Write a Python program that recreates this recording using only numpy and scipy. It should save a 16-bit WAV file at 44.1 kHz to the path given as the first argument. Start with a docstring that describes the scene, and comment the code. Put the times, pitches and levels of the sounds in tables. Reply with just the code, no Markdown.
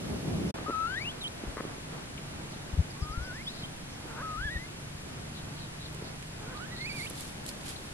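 """An open river bank in a moment of wind, then a cut to a meadow where a young quail sits close by.
Its syrinx gives two short chirps and four thin rising whistles; two whistles start in a rasp, as the
period doubles and pulses ring the throat. Then it pushes off through dry stems that rustle and snap.
Bumps rock the hand-held microphone and fingers ring its casing.
A slow engine, small birds and an insect sound far away over the hush of the air."""
import sys
import numpy as np
from scipy import signal
from scipy.fft import rfft, irfft, next_fast_len
from scipy.io import wavfile
from scipy.ndimage import uniform_filter1d, map_coordinates

SR = 44100
rng = np.random.default_rng(int(sys.argv[2]) if len(sys.argv) > 2 else 0)


def put_to_file(sound):
    """Save the sound as 16-bit audio at rate SR, in the file named by the first command-line argument."""
    columns = np.atleast_2d(sound).T  # one column per channel
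    safe = np.clip(columns, -1, 1)
    whole_steps = np.round(safe * 32767)
    wavfile.write(sys.argv[1], SR, whole_steps.astype(np.int16))


N = 350009
T = np.arange(N) / SR
BANK_END_S, MEADOW_START_S = 0.508, 0.5415
ATTACK_S = 0.0032  # onset of a whistle or chirp
# spectrum of dry grass: f/Hz, spectral level/dB
GRASS_SPECTRUM = [(500, -15), (2000, -1), (4000, 2.5), (5800, -2), (8000, -0.5), (10400, 0.5), (13000, -10),
                  (16000, -32)]


def from_db(db):
    """Amplitude ratio of a level."""
    return 10 ** (np.asarray(db) / 20)


def unit_rms(x):
    """Normalisation to rms 1."""
    return x / np.sqrt(np.mean(x ** 2) + 1e-20)


def in_time(rows, t=T):
    """Linear interpolation of each column against the first."""
    times, *columns = np.transpose(rows)
    return [np.interp(t, times, column) for column in columns]


def swell(rows):
    """Amplitude envelope of a (t/s, level/dB) curve, silent outside its span."""
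    return from_db(in_time(rows)[0]) * (T > rows[0][0]) * (T < rows[-1][0])


def at_hz(points, hz):
    """Interpolation of a spectrum on a logarithmic frequency axis."""
    f, value = np.transpose(points)
    return np.interp(np.log(hz + 1e-9), np.log(f), value)


def butter(x, hz, kind, order=2):
    """Butterworth filter: a maximally flat passband."""
    return signal.sosfilt(signal.butter(order, hz, kind, fs=SR, output="sos"), x + 1e-18)


def drift(rate_hz):
    """Smooth random modulation, mostly below rate_hz; rms 1."""
    knots = rng.standard_normal(N // 20)
    return unit_rms(map_coordinates(knots, [T * rate_hz * 2], order=2, mode="wrap"))


def colour(x, spectrum):
    """Spectral shaping of a noise; rms 1."""
    size = next_fast_len(N)
    gain = from_db(at_hz(spectrum, np.fft.rfftfreq(size, 1 / SR)))
    return unit_rms(irfft(rfft(x, size) * gain, size)[..., :N])


def ring(clicks, modes):
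    """Modal resonance: each impulse excites damped sines (f/Hz, level/dB, T60/s)."""
    out = 0
    for hz, db, t60 in modes:
        r, w = from_db(-60 / (t60 * SR)), 2 * np.pi * hz / SR
        mode = signal.lfilter([0, np.sin(w)], [1, -2 * r * np.cos(w), r * r], clicks + 1e-18)
        out = out + from_db(db) * mode
    return out


def stereo(mid, side):
    """Sum and difference give left and right."""
    return np.array([mid + side, mid - side])


def diffuse(spectrum):
    """Diffuse field: the channels agree in the bass and tend to oppose in the treble; mid rms 1."""
    # side relative to mid: f/Hz, level/dB
    side_spectrum = [(60, -21), (130, -13.5), (220, -7.5), (380, -1), (700, 0), (1400, 0.5), (2500, 4),
                     (4400, 5.5), (15000, 5)]
    size = next_fast_len(N)
    hz = np.fft.rfftfreq(size, 1 / SR)
    mid, side = rfft(rng.standard_normal((2, size))) * from_db(at_hz(spectrum, hz))
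    mid = irfft(mid, size)[:N]
    side = irfft(side * from_db(at_hz(side_spectrum, hz)), size)[:N]
    return stereo(mid, side) / mid.std()


def ports(phase, hz, pan_db, delay_s=0.00012):
    """Level and time difference: a partial is louder and earlier at the nearer microphone port."""
    lead = np.pi * hz * delay_s * np.copysign(1, pan_db.mean())
    gains = from_db(np.array([pan_db, -pan_db]) / 2)
    return np.sqrt(2 / np.mean(gains ** 2, axis=0)) * gains * np.sin(phase + np.array([lead, -lead]))


def scattering(x, wet_db=-24, t60=0.16):
    """Scattering from ground and bushes adds a short, exponentially decaying tail."""
    t = T[:SR // 2]
    tails = rng.standard_normal((2, len(t))) * from_db(-60 * t / t60) * (t > .004)
    tails /= np.linalg.norm(tails, axis=1, keepdims=True)
    return x + from_db(wet_db) * signal.fftconvolve(x, tails, axes=1)[:, :N]


def air(level_db=-43.5, breeze_share=0.65, boom_cut=0.27, flicker_db=1.24):
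    """Ambient noise: a diffuse hush whose middle range swells with the breeze."""
    # open air: f/Hz, spectral level/dB
    spectrum = [(25, -9), (60, -6), (125, -2.5), (145, 0), (212, -7), (285, -9), (440, -15), (700, -16.5),
                (1100, -20), (1520, -20), (5700, -31), (10900, -33), (12600, -45), (15500, -63)]
    # strength of the breeze: t/s, level/dB
    breeze = [(0.56, -41), (0.76, -44.5), (1.19, -48), (1.59, -44.5), (1.77, -48), (3.0, -51), (6.3, -50),
              (7.93, -49.5)]
    hush = diffuse(spectrum)
    hush = hush - boom_cut * butter(hush, [100, 200], "band", order=1)
    breeze_db = in_time(breeze)[0]
    lift = from_db(breeze_share * (breeze_db - np.median(breeze_db)) + flicker_db * drift(4.1)) - 1
    return from_db(level_db) * (hush + lift * butter(hush, [200, 1600], "band", order=1))


def bank_wind(gust_below_hz=900):
    """Wind noise: gusts modulate the amplitude of the low rumble; the hiss above stays even."""
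    # wind on the bank: f/Hz, spectral level/dB
    spectrum = [(15, -50), (25, -21), (80, -3), (166, -1.5), (335, -8), (384, -11.5), (476, -14.5),
                (1020, -26), (2220, -30.5), (7920, -40.5), (10700, -39), (14400, -58), (16000, -80)]
    # gusts: t/s, level/dB
    gusts = [(0.0, -43), (0.128, -31), (0.218, -40.5), (0.286, -31.5), (0.49, -33.5)]
    wind, gain = diffuse(spectrum), from_db(in_time(gusts)[0])
    mean_gain = gain[T < BANK_END_S].mean()
    return mean_gain * wind + (gain - mean_gain) * butter(wind, gust_below_hz, "low", order=1)


def rumble(band_hz=(70, 115)):
    """Narrow-band noise: a faint deep swell in the distance."""
    # rise and fall of the rumble: t/s, level/dB
    envelope = [(4.9, -58), (5.3, -53.5), (5.75, -49), (6.1, -56), (6.3, -66)]
    return swell(envelope) * unit_rms(butter(rng.standard_normal(N), band_hz, "band"))


def far_engine(wander=0.01183, uneven_db=1.0):
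    """The pulse train of one slow cylinder excites exhaust resonances; only their boom carries."""
    # running of the engine: t/s, firing rate/Hz, level/dB
    running = [(.5, 20, -56), (1.5, 26.4, -55), (2.3, 24.5, -50), (5.0, 24.2, -48), (6.4, 26.8, -46.5),
               (7.0, 24.6, -47), (7.9, 21.8, -55.5)]
    # exhaust resonances: f/Hz, level/dB, T60/s
    exhaust_modes = [(97, -41, 0.02), (146.8, 2, 0.091), (200, -8, 0.069), (283, -14, 0.067)]
    firing_hz, level_db = in_time(running)
    turns = np.floor(np.cumsum(firing_hz * (1 + wander * drift(6))) / SR)
    firings = np.diff(turns, prepend=0) * from_db(uneven_db * np.tanh(drift(5.1)))
    return from_db(level_db) * unit_rms(ring(firings, exhaust_modes))


def insect(hz=7300, level_db=-65, width_hz=25, start_s=5.0):
    """Random amplitude modulation spreads a tone into a thin, distant trill."""
    trill = drift(width_hz) * np.sin(2 * np.pi * hz * T) * (T > start_s)
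    return from_db(level_db) * stereo(0.32 * trill, trill)


def far_twitters(warble=0.076, warble_hz=45, fall=.08, rattle_hz=130, rattle_below_hz=4700, trim_db=-1):
    """Frequency modulation warbles falling bird notes; amplitude modulation rattles the lower ones."""
    # notes: t/s, level/dB, f/Hz, half length/s
    notes = [(0.492, -49, 5500, 0.0072), (2.528, -56, 4200, 0.043), (3.47, -53, 4847, .05),
             (3.573, -52, 4240, 0.1), (3.93, -57, 5570, 0.047), (5.376, -53, 3970, .05),
             (5.606, -53, 3940, 0.074), (5.833, -53, 3880, 0.052), (6.073, -54.5, 4500, 0.053),
             (6.77, -48.5, 4150, 0.023), (7.007, -54, 4170, 0.0234)]
    out, wobble = np.zeros((2, N)), 1 + warble * drift(warble_hz)
    rattle = 2.4 * np.sin(np.pi * np.cumsum(rattle_hz * (1 + .3 * drift(80))) / SR) ** 4
    phase_noise = 1.4 * drift(500)
    for s, db, pitch_hz, half_s in notes:
        on = abs(T - s) < half_s
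        along = (T[on] - s) / half_s
        hz = pitch_hz * wobble[on] * (1 - fall * along)
        gain = from_db(db + trim_db) * np.cos(np.pi / 2 * along)
        phase = 2 * np.pi * np.cumsum(hz) / SR
        if pitch_hz < rattle_below_hz:
            gain, phase = gain * rattle[on], phase + phase_noise[on]
        out[:, on] += gain * ports(phase, hz, np.ones_like(hz))
    return scattering(out, wet_db=-2.5, t60=0.041)


def far_ticks(pan_db=7, grain_rad=0.67):
    """A bird in the bushes to the left: downward frequency sweeps so fast that they sound as ticks."""
    # sweeps: t/s, level/dB, f/Hz, half length/s, swing as a share of f
    sweeps = [(2.181, -42, 2670, .006, 0.46), (5.864, -46, 3900, .012, .2), (6.575, -46, 4050, 0.0083, .19),
              (6.782, -48, 3920, .007, 0.11), (6.813, -40.5, 4050, 0.0096, 0.19),
              (7.764, -43.5, 4100, 0.0081, 0.14)]
    out, phase_noise = np.zeros((2, N)), grain_rad * drift(600)
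    for s, db, pitch_hz, half_s, swing in sweeps:
        on = abs(T - s) < half_s
        along = (T[on] - s) / half_s
        hz = pitch_hz * (1 - swing * along)
        phase = 2 * np.pi * np.cumsum(hz) / SR + phase_noise[on]
        gain = from_db(db) * np.cos(np.pi / 2 * along)
        out[:, on] += gain * ports(phase, hz, np.full_like(hz, pan_db))
    return scattering(out, wet_db=-8.0, t60=0.12)


def far_chips(swing=0.39, upturn_s=.06, pan_db=3, grain_rad=.7):
    """Parabolic glides: a far bird's thin notes drop and level out; the longer ones turn up again."""
    # notes: t/s at the lowest pitch, level/dB, lowest f/Hz, fall/s, rise/s
    notes = [(2.915, -51, 4700, .025, .006), (3.032, -49.5, 4880, .034, .03),
             (3.132, -50, 4800, .024, .008), (3.25, -52, 4920, .028, .04), (3.362, -51, 4900, .022, .006)]
    out, phase_noise = np.zeros((2, N)), grain_rad * drift(400)
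    for s, db, lowest_hz, fall_s, rise_s in notes:
        on = (T > s - fall_s) & (T < s + rise_s)
        t = T[on] - s
        along = t / np.where(t < 0, fall_s, rise_s)
        hz = lowest_hz * (1 + swing * np.where(t < 0, along, t / upturn_s) ** 2)
        phase = 2 * np.pi * np.cumsum(hz) / SR + phase_noise[on]
        out[:, on] += from_db(db) * (1 - along ** 2) * ports(phase, hz, np.full_like(hz, pan_db))
    return scattering(out, wet_db=-13, t60=0.1)


def thumps(pan_db=5.0, skew=0.35):
    """Bumps rock the microphone for a few cycles; asymmetric stiffness adds a second harmonic."""
    # bumps: t/s, level/dB, f/Hz, half length/s
    bumps = [(1.485, -32, 55, 0.024), (2.741, -26.5, 64.6, 0.014), (2.797, -16.5, 80, 0.026),
             (3.029, -24, 69.6, 0.017), (3.11, -31, 55.6, 0.019), (3.181, -24, 57.7, 0.01),
             (3.217, -32, 64, 0.033), (4.403, -37, 50, 0.048), (4.458, -27.5, 68, 0.012),
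             (4.566, -29, 64.2, 0.021)]
    out = np.zeros(N)
    for s, db, hz, half_s in bumps:
        on = abs(T - s) < half_s
        t = T[on] - s
        phase, shape = 2 * np.pi * hz * t, np.cos(np.pi / 2 * t / half_s) ** 2
        out[on] += from_db(db) * shape * (skew * shape * np.sin(2 * phase) - np.cos(phase))
    return out * from_db([[pan_db / 2], [-pan_db / 2]])


def handling(knock_db=-1, slip_hz=430, slip_scatter=0.18, creak_db=3, width_db=-9):
    """Finger impacts and one creak of stick-slip friction excite the modes of the casing."""
    # impacts: t/s, level/dB, low-pass f/Hz
    knocks = [(0.587, -31.5, 2000), (.683, -29, 1200), (.690, -29, 695), (.697, -23, 700),
              (.706, -28, 1200), (1.437, -22, 293), (1.57, -28.5, 1800), (1.603, -33, 1500),
              (1.607, -27, 1800), (1.642, -35, 1200), (1.651, -28, 500), (1.782, -39, 701),
              (4.055, -32.5, 300), (6.023, -30, 500), (6.519, -51, 700), (7.109, -36.5, 1490)]
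    # casing resonances: f/Hz, level/dB, T60/s
    modes = [(264, -28, 0.009), (390, 1.5, 0.014), (545, 1.5, 0.0095), (1216, 0.5, 0.011),
             (1880, 5, 0.0035)]
    # the slipping grip: t/s, level/dB
    creak = [(1.572, -60), (1.578, -35), (1.590, -41), (1.604, -38), (1.612, -70)]
    clicks = np.zeros(N)
    for s, db, bright_hz in knocks:
        at = round(s * SR)
        clicks[at:at + 512] += from_db(db + knock_db) * butter(signal.unit_impulse(512), bright_hz, "low")
    turns = np.floor(np.cumsum(slip_hz * (1 + slip_scatter * drift(200))) / SR)
    slips = np.diff(turns, prepend=0) * swell(creak) * from_db(creak_db)
    body = butter(ring(clicks, modes), (180, 2200), "band")
    body += butter(ring(slips, modes), (900, 1900), "band")
    return stereo(body, from_db(width_db) * butter(body, 500, "high"))


def pushes(settle_ratio=1.16, stir_from_s=7.45, stir_db=-59.5):
    """Incoherent pushes and a faint last stirring add in power; gives gain and coarse-stalk share."""
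    # the bird's pushes: t/s, peak level/dB, swell time constant/s, share of coarse stalk
    strokes = [(7.005, -48, 0.086, 0.35), (7.105, -50, 0.012, 0), (7.205, -47, 0.074, 0.5),
               (7.285, -52.5, .026, 0.7), (7.488, -43, 0.021, 0.1), (7.69, -45.5, 0.038, 0.96)]
    power = from_db(stir_db) ** 2 * (T > stir_from_s) + 1e-18
    coarse = power / 2
    for s, db, swell_s, share in strokes:
        tau_s = swell_s * np.where(T < s, 1, settle_ratio)
        push = (from_db(db) * np.exp(-abs(T - s) / tau_s)) ** 2
        power, coarse = power + push, coarse + share * push
    return np.sqrt(power), coarse / power


def blade_ticks(ticks_per_s=4000, spread_db=0.5, t60=0.0017, dry_share=0.61):
    """Shot noise: tiny random impacts, each ringing at the pitch of its own blade; rms 1."""
    blade_hz = np.linspace(1500, 13500, 13)
    sizes = from_db(spread_db * np.minimum(rng.exponential(1, (2, N)), 4)) * rng.choice([-1, 1], (2, N))
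    clicks = sizes * (rng.random((2, N)) < ticks_per_s / SR)
    blade = rng.integers(0, len(blade_hz), (2, N))
    rings = sum(ring(clicks * (blade == k), [(hz, 0, t60)]) for k, hz in enumerate(blade_hz))
    return colour(unit_rms(rings) + dry_share * unit_rms(clicks), GRASS_SPECTRUM)


def snaps(crack_db=-10, crack_s=0.001, stem_db=-14, stem_s=0.0035, stem_t60=0.0023):
    """Brittle fracture: a stem gives a broadband crack and buzzes briefly at its own resonance."""
    # breaking stems: t/s, level/dB, f/Hz, left minus right/dB
    fractures = [(5.928, -39, 11520, 5), (5.947, -31, 8200, -9), (6.226, -29, 2600, 2),
                 (7.003, -37, 10000, 0), (7.099, -26, 10700, -9), (7.109, -32, 6300, 0),
                 (7.208, -24, 10000, -4), (7.4638, -23, 8460, 1), (7.476, -35, 8000, 0),
                 (7.487, -31, 10500, 0), (7.491, -20.5, 4600, -2), (7.682, -27, 3200, 0),
                 (7.694, -28, 3500, 0), (7.728, -35, 4100, 0)]
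    out, t = np.zeros((2, N)), T[:SR // 20]
    noise = colour(rng.standard_normal((2, N)), GRASS_SPECTRUM)
    crack = unit_rms(butter(noise, 3000, "high", order=1))
    for s, db, hz, pan_db in fractures:
        on = slice(round(s * SR), round(s * SR) + len(t))
        stem = unit_rms(ring(rng.standard_normal((2, len(t))), [(hz, 0, stem_t60)]))
        snap = from_db(crack_db) * np.exp(-t / crack_s) * crack[:, on]
        snap += from_db(stem_db) * np.exp(-t / stem_s) * stem
        out[:, on] += from_db(db + np.array([[pan_db], [-pan_db]]) / 2) * snap
    return out


def grass(side_db=-0.5, rustle_db=2, crossover_hz=4200, clump_db=1.3, clump_hz=70):
    """Friction noise: blades scrape past in uneven clumps of ticks; stalks add a lower crunch."""
    gain, coarse = pushes()
    rustle = from_db(rustle_db + clump_db * drift(clump_hz)) * gain * blade_ticks()
    blades = butter(rustle, crossover_hz, "high", order=1)
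    stalks = butter(coarse * rustle, crossover_hz, "low", order=1)
    mid, side = blades + stalks
    return stereo(mid, from_db(side_db) * side)


def chirps(octave_db=-18.5, pan_db=-2):
    """U-shaped frequency glides: a ragged fall, a clear held bottom, an upward flick."""
    # chirps: t/s at the lowest pitch, level/dB, lowest f/Hz, fall/s, rise/s
    notes = [(1.256, -35, 3020, 0.048, 0.028), (3.642, -41.5, 3050, 0.022, 0.021)]
    # contour: place (start -1, bottom 0, end 1), f over lowest f, level/dB, third partial/dB, roughness
    contour = [(-1, 1.42, -13, -34, .5), (-0.81, 1.28, -4, -32, .6), (-.45, 1.19, -9.5, -15, .6),
               (-.25, 1.05, -1, -24, .2), (-0.17, 1, -0.5, -31, 0), (0.57, 1.06, -2, -30, .15),
               (.75, 1.2, -5, -29, .5), (0.93, 1.36, 0, -35, .4)]
    for s, db, lowest_hz, fall_s, rise_s in notes:
        on = (T > s - fall_s) & (T < s + rise_s)
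        t = T[on] - s
        ratio, shape_db, third_db, rough = in_time(contour, t / np.where(t < 0, fall_s, rise_s))
        edges = np.clip(np.minimum(t + fall_s, rise_s - t) / ATTACK_S, 0, 1)
        gain = edges * from_db(db + shape_db)
        yield on, lowest_hz * ratio, gain, rough, 0, 0, (octave_db, third_db), pan_db


def whistles(climb_hz=(1430, 1830), quaver_hz=22.04, flutter_db=2, release_s=0.01,
             clearing_s=0.019, hoarse_easing=0.64, clear_roughness=0.065):
    """Rising glides whose modulation deepens as they climb; a hoarse start eases, then snaps clear."""
    # four whistles, each a plateau and then a climb: t/s, f/Hz, level/dB
    first = [(0.661, 1202, -34.5), (0.716, 1385, -39), (0.74, 1275, -32.5), (0.86, 1330, -30),
             (0.885, 1430, -37), (0.948, 1600, -35), (1.035, 2375, -38.5), (1.078, 2885, -33),
             (1.1, 3110, -43), (1.124, 3640, -45)]
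    second = [(2.95, 1095, -58), (3.01, 1140, -55), (3.025, 1215, -47.5), (3.125, 1255, -42),
              (3.15, 1370, -43.5), (3.2, 1400, -44.5), (3.22, 1470, -47), (3.27, 1530, -47),
              (3.315, 1443, -41.5), (3.345, 1620, -50), (3.37, 1850, -46), (3.415, 2175, -49),
              (3.445, 2670, -69), (3.48, 3500, -35.5), (3.498, 3950, -45), (3.522, 4200, -55)]
    third = [(4.07, 940, -51), (4.156, 886, -50), (4.18, 920, -42.5), (4.205, 1020, -42),
             (4.235, 1300, -38.5), (4.364, 1230, -38), (4.458, 1762, -37), (4.49, 1635, -35.5),
             (4.51, 1880, -43), (4.547, 1950, -42.5), (4.568, 1820, -38.5), (4.595, 1983, -47.5),
             (4.668, 2140, -52)]
    fourth = [(6.41, 845, -55), (6.455, 849, -49), (6.49, 976, -49), (6.51, 1058, -50), (6.538, 982, -48.5),
              (6.553, 1217, -46), (6.591, 1203, -47.5), (6.615, 1430, -43), (6.648, 1530, -45),
              (6.672, 1816, -57), (6.705, 1816, -59), (6.73, 1990, -45.5), (6.77, 1852, -52.5),
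              (6.82, 2138, -42), (6.85, 2134, -38.5), (6.882, 2630, -43), (6.9, 2275, -38.5),
              (6.925, 2297, -41), (6.942, 2446, -44), (6.98, 2316, -45), (7.008, 2076, -43.5),
              (7.038, 2330, -42.5), (7.055, 2190, -41.5), (7.072, 3030, -43.5), (7.086, 4700, -46)]
    # voice of each: hoarse start/s, subharmonic/dB, overtones/dB, left minus right/dB,
    # quaver as a share of f, roughness of the climb
    voicings = [(0, -20, -3, 9, 0.02, 0.12), (0, -20, -10, 5, 0.0065, .05),
                (0.153, -14, -5, 3.5, 0.0032, 0.04), (0.139, -4.5, 0, -12, 0.0085, 0.16)]
    # the octave, strongest in mid climb: fundamental f/Hz, level/dB
    octave_curve = [(1280, -24), (1500, -11), (1900, -8), (2300, -6), (2800, -32)]
    unsteady_db = flutter_db * drift(28)
    for rows, voicing in zip((first, second, third, fourth), voicings):
        hoarse_s, sub_db, overtone_db, pan_db, quaver, grain = voicing
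        on = (T > rows[0][0]) & (T < rows[-1][0])
        age, remaining = T[on] - rows[0][0], rows[-1][0] - T[on]
        hz, db = in_time(rows, T[on])
        climb = np.interp(hz, climb_hz, (0, 1))
        hz = hz * (1 - quaver * climb * np.sin(2 * np.pi * quaver_hz * age))
        edges = np.minimum(age / ATTACK_S, 1) * np.minimum(remaining / release_s, 1)
        gain = edges * from_db(db + climb * unsteady_db[on])
        hoarse = np.clip((hoarse_s - age) / clearing_s + .5, 0, 1) * (hoarse_s > clearing_s)
        rasp = hoarse * (1 - hoarse_easing * age / max(hoarse_s, clearing_s))
        rough = np.clip(clear_roughness + grain * climb + rasp, 0, 1)
        octave_db = overtone_db + at_hz(octave_curve, hz)
        third_db = np.minimum(octave_db - 1.5, -21)
        yield on, hz, gain, rough, hoarse, sub_db, (octave_db, third_db), pan_db


def croak(phase, rough):
    """Period doubling: the syrinx claps every second cycle, unevenly if rough, and rings the throat."""
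    # throat resonances: f/Hz, level/dB, T60/s
    throat_modes = [(1020, -11, 0.0051), (1400, 7, 0.0052), (1750, -19, .004)]
    noise = rng.standard_normal(len(phase))
    slip = rough ** 2 * unit_rms(uniform_filter1d(noise, size=120)) / 2
    turns = np.maximum.accumulate(np.floor((phase / 2 + slip) / (2 * np.pi)))
    return unit_rms(ring(np.diff(turns, prepend=turns[0]), throat_modes))


def quail(jitter=0.0035, shimmer_db=0.54, rasp_hz=390, rasp_scatter=0.23, rasp_depth=0.43,
          rasp_bend_rad=0.85, overtone_pan_share=0.76, croak_db=-4, tone_loss=0.68, half_line_db=-5):
    """Source and filter: the beak shapes the overtones of a nearly pure tone that croaks when hoarse."""
    # response of the beak: f/Hz, gain/dB
    beak = ((3000, 0), (4600, 1), (5300, -8), (7500, -7), (9200, 2), (10500, 11), (13000, 0))
    out = np.zeros((2, N))
    waver = 1 + jitter * drift(90)
    tremble_db, flicker_db = shimmer_db * drift(60), 1.5 * drift(50)
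    rasp_phase = 2 * np.pi * np.cumsum(rasp_hz * (1 + rasp_scatter * drift(150))) / SR
    phase_noise, sway_db = rasp_bend_rad * drift(260), 3.0 * drift(18)
    for on, hz, gain, rough, hoarse, sub_db, overtones_db, side_db in (*whistles(), *chirps()):
        phase = 2 * np.pi * np.cumsum(hz * waver[on]) / SR + rough * phase_noise[on]
        gain = gain * from_db(tremble_db[on]) * (1 + rasp_depth * rough * np.sin(rasp_phase[on]))
        width = 1 - hoarse / 2  # hoarse notes sit nearer the middle, as do high ones
        pan_db = side_db * np.minimum(1280 / hz, 1) * width + sway_db[on] - sway_db[on].mean()
        voice = (1 - tone_loss * hoarse) * ports(phase, hz, pan_db)
        croak_gain = hoarse * from_db(croak_db + np.array([pan_db, -pan_db]) * width / 2)
        voice += croak_gain * croak(phase, rough)
        for k, partial_db in zip((2, 3), overtones_db):
            partial_gain = from_db(partial_db + flicker_db[on] + at_hz(beak, k * hz))
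            voice += partial_gain * ports(k * phase, k * hz, overtone_pan_share * pan_db)
        for k, partial_db in ((.5, sub_db), (1.5, half_line_db)):  # lines of the doubled period
            voice += hoarse * from_db(partial_db) * ports(k * phase, k * hz, pan_db)
        out[:, on] += gain * voice
    return out


def scene():
    """Superposition of the sources: the river bank, an instant of silence, the meadow."""
    birds = far_twitters() + far_ticks() + far_chips()
    near = scattering(quail()) + thumps() + handling() + grass() + snaps()
    meadow = near + birds + insect() + far_engine() + rumble() + air()
    bank_fade = np.exp(-np.maximum(T - BANK_END_S, 0) / .002)
    meadow_onset = np.clip((T - MEADOW_START_S) / .0003 + .5, 0, 1)
    return (bank_wind() + birds) * bank_fade + meadow * meadow_onset


def record(dry):
    """Band limiting: an elliptic low-pass cuts the top steeply."""
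    cutoff_hz = 15700
    return signal.sosfilt(signal.ellip(10, .1, 90, cutoff_hz, fs=SR, output="sos"), dry)


dry = scene()
out = record(dry)
put_to_file(out)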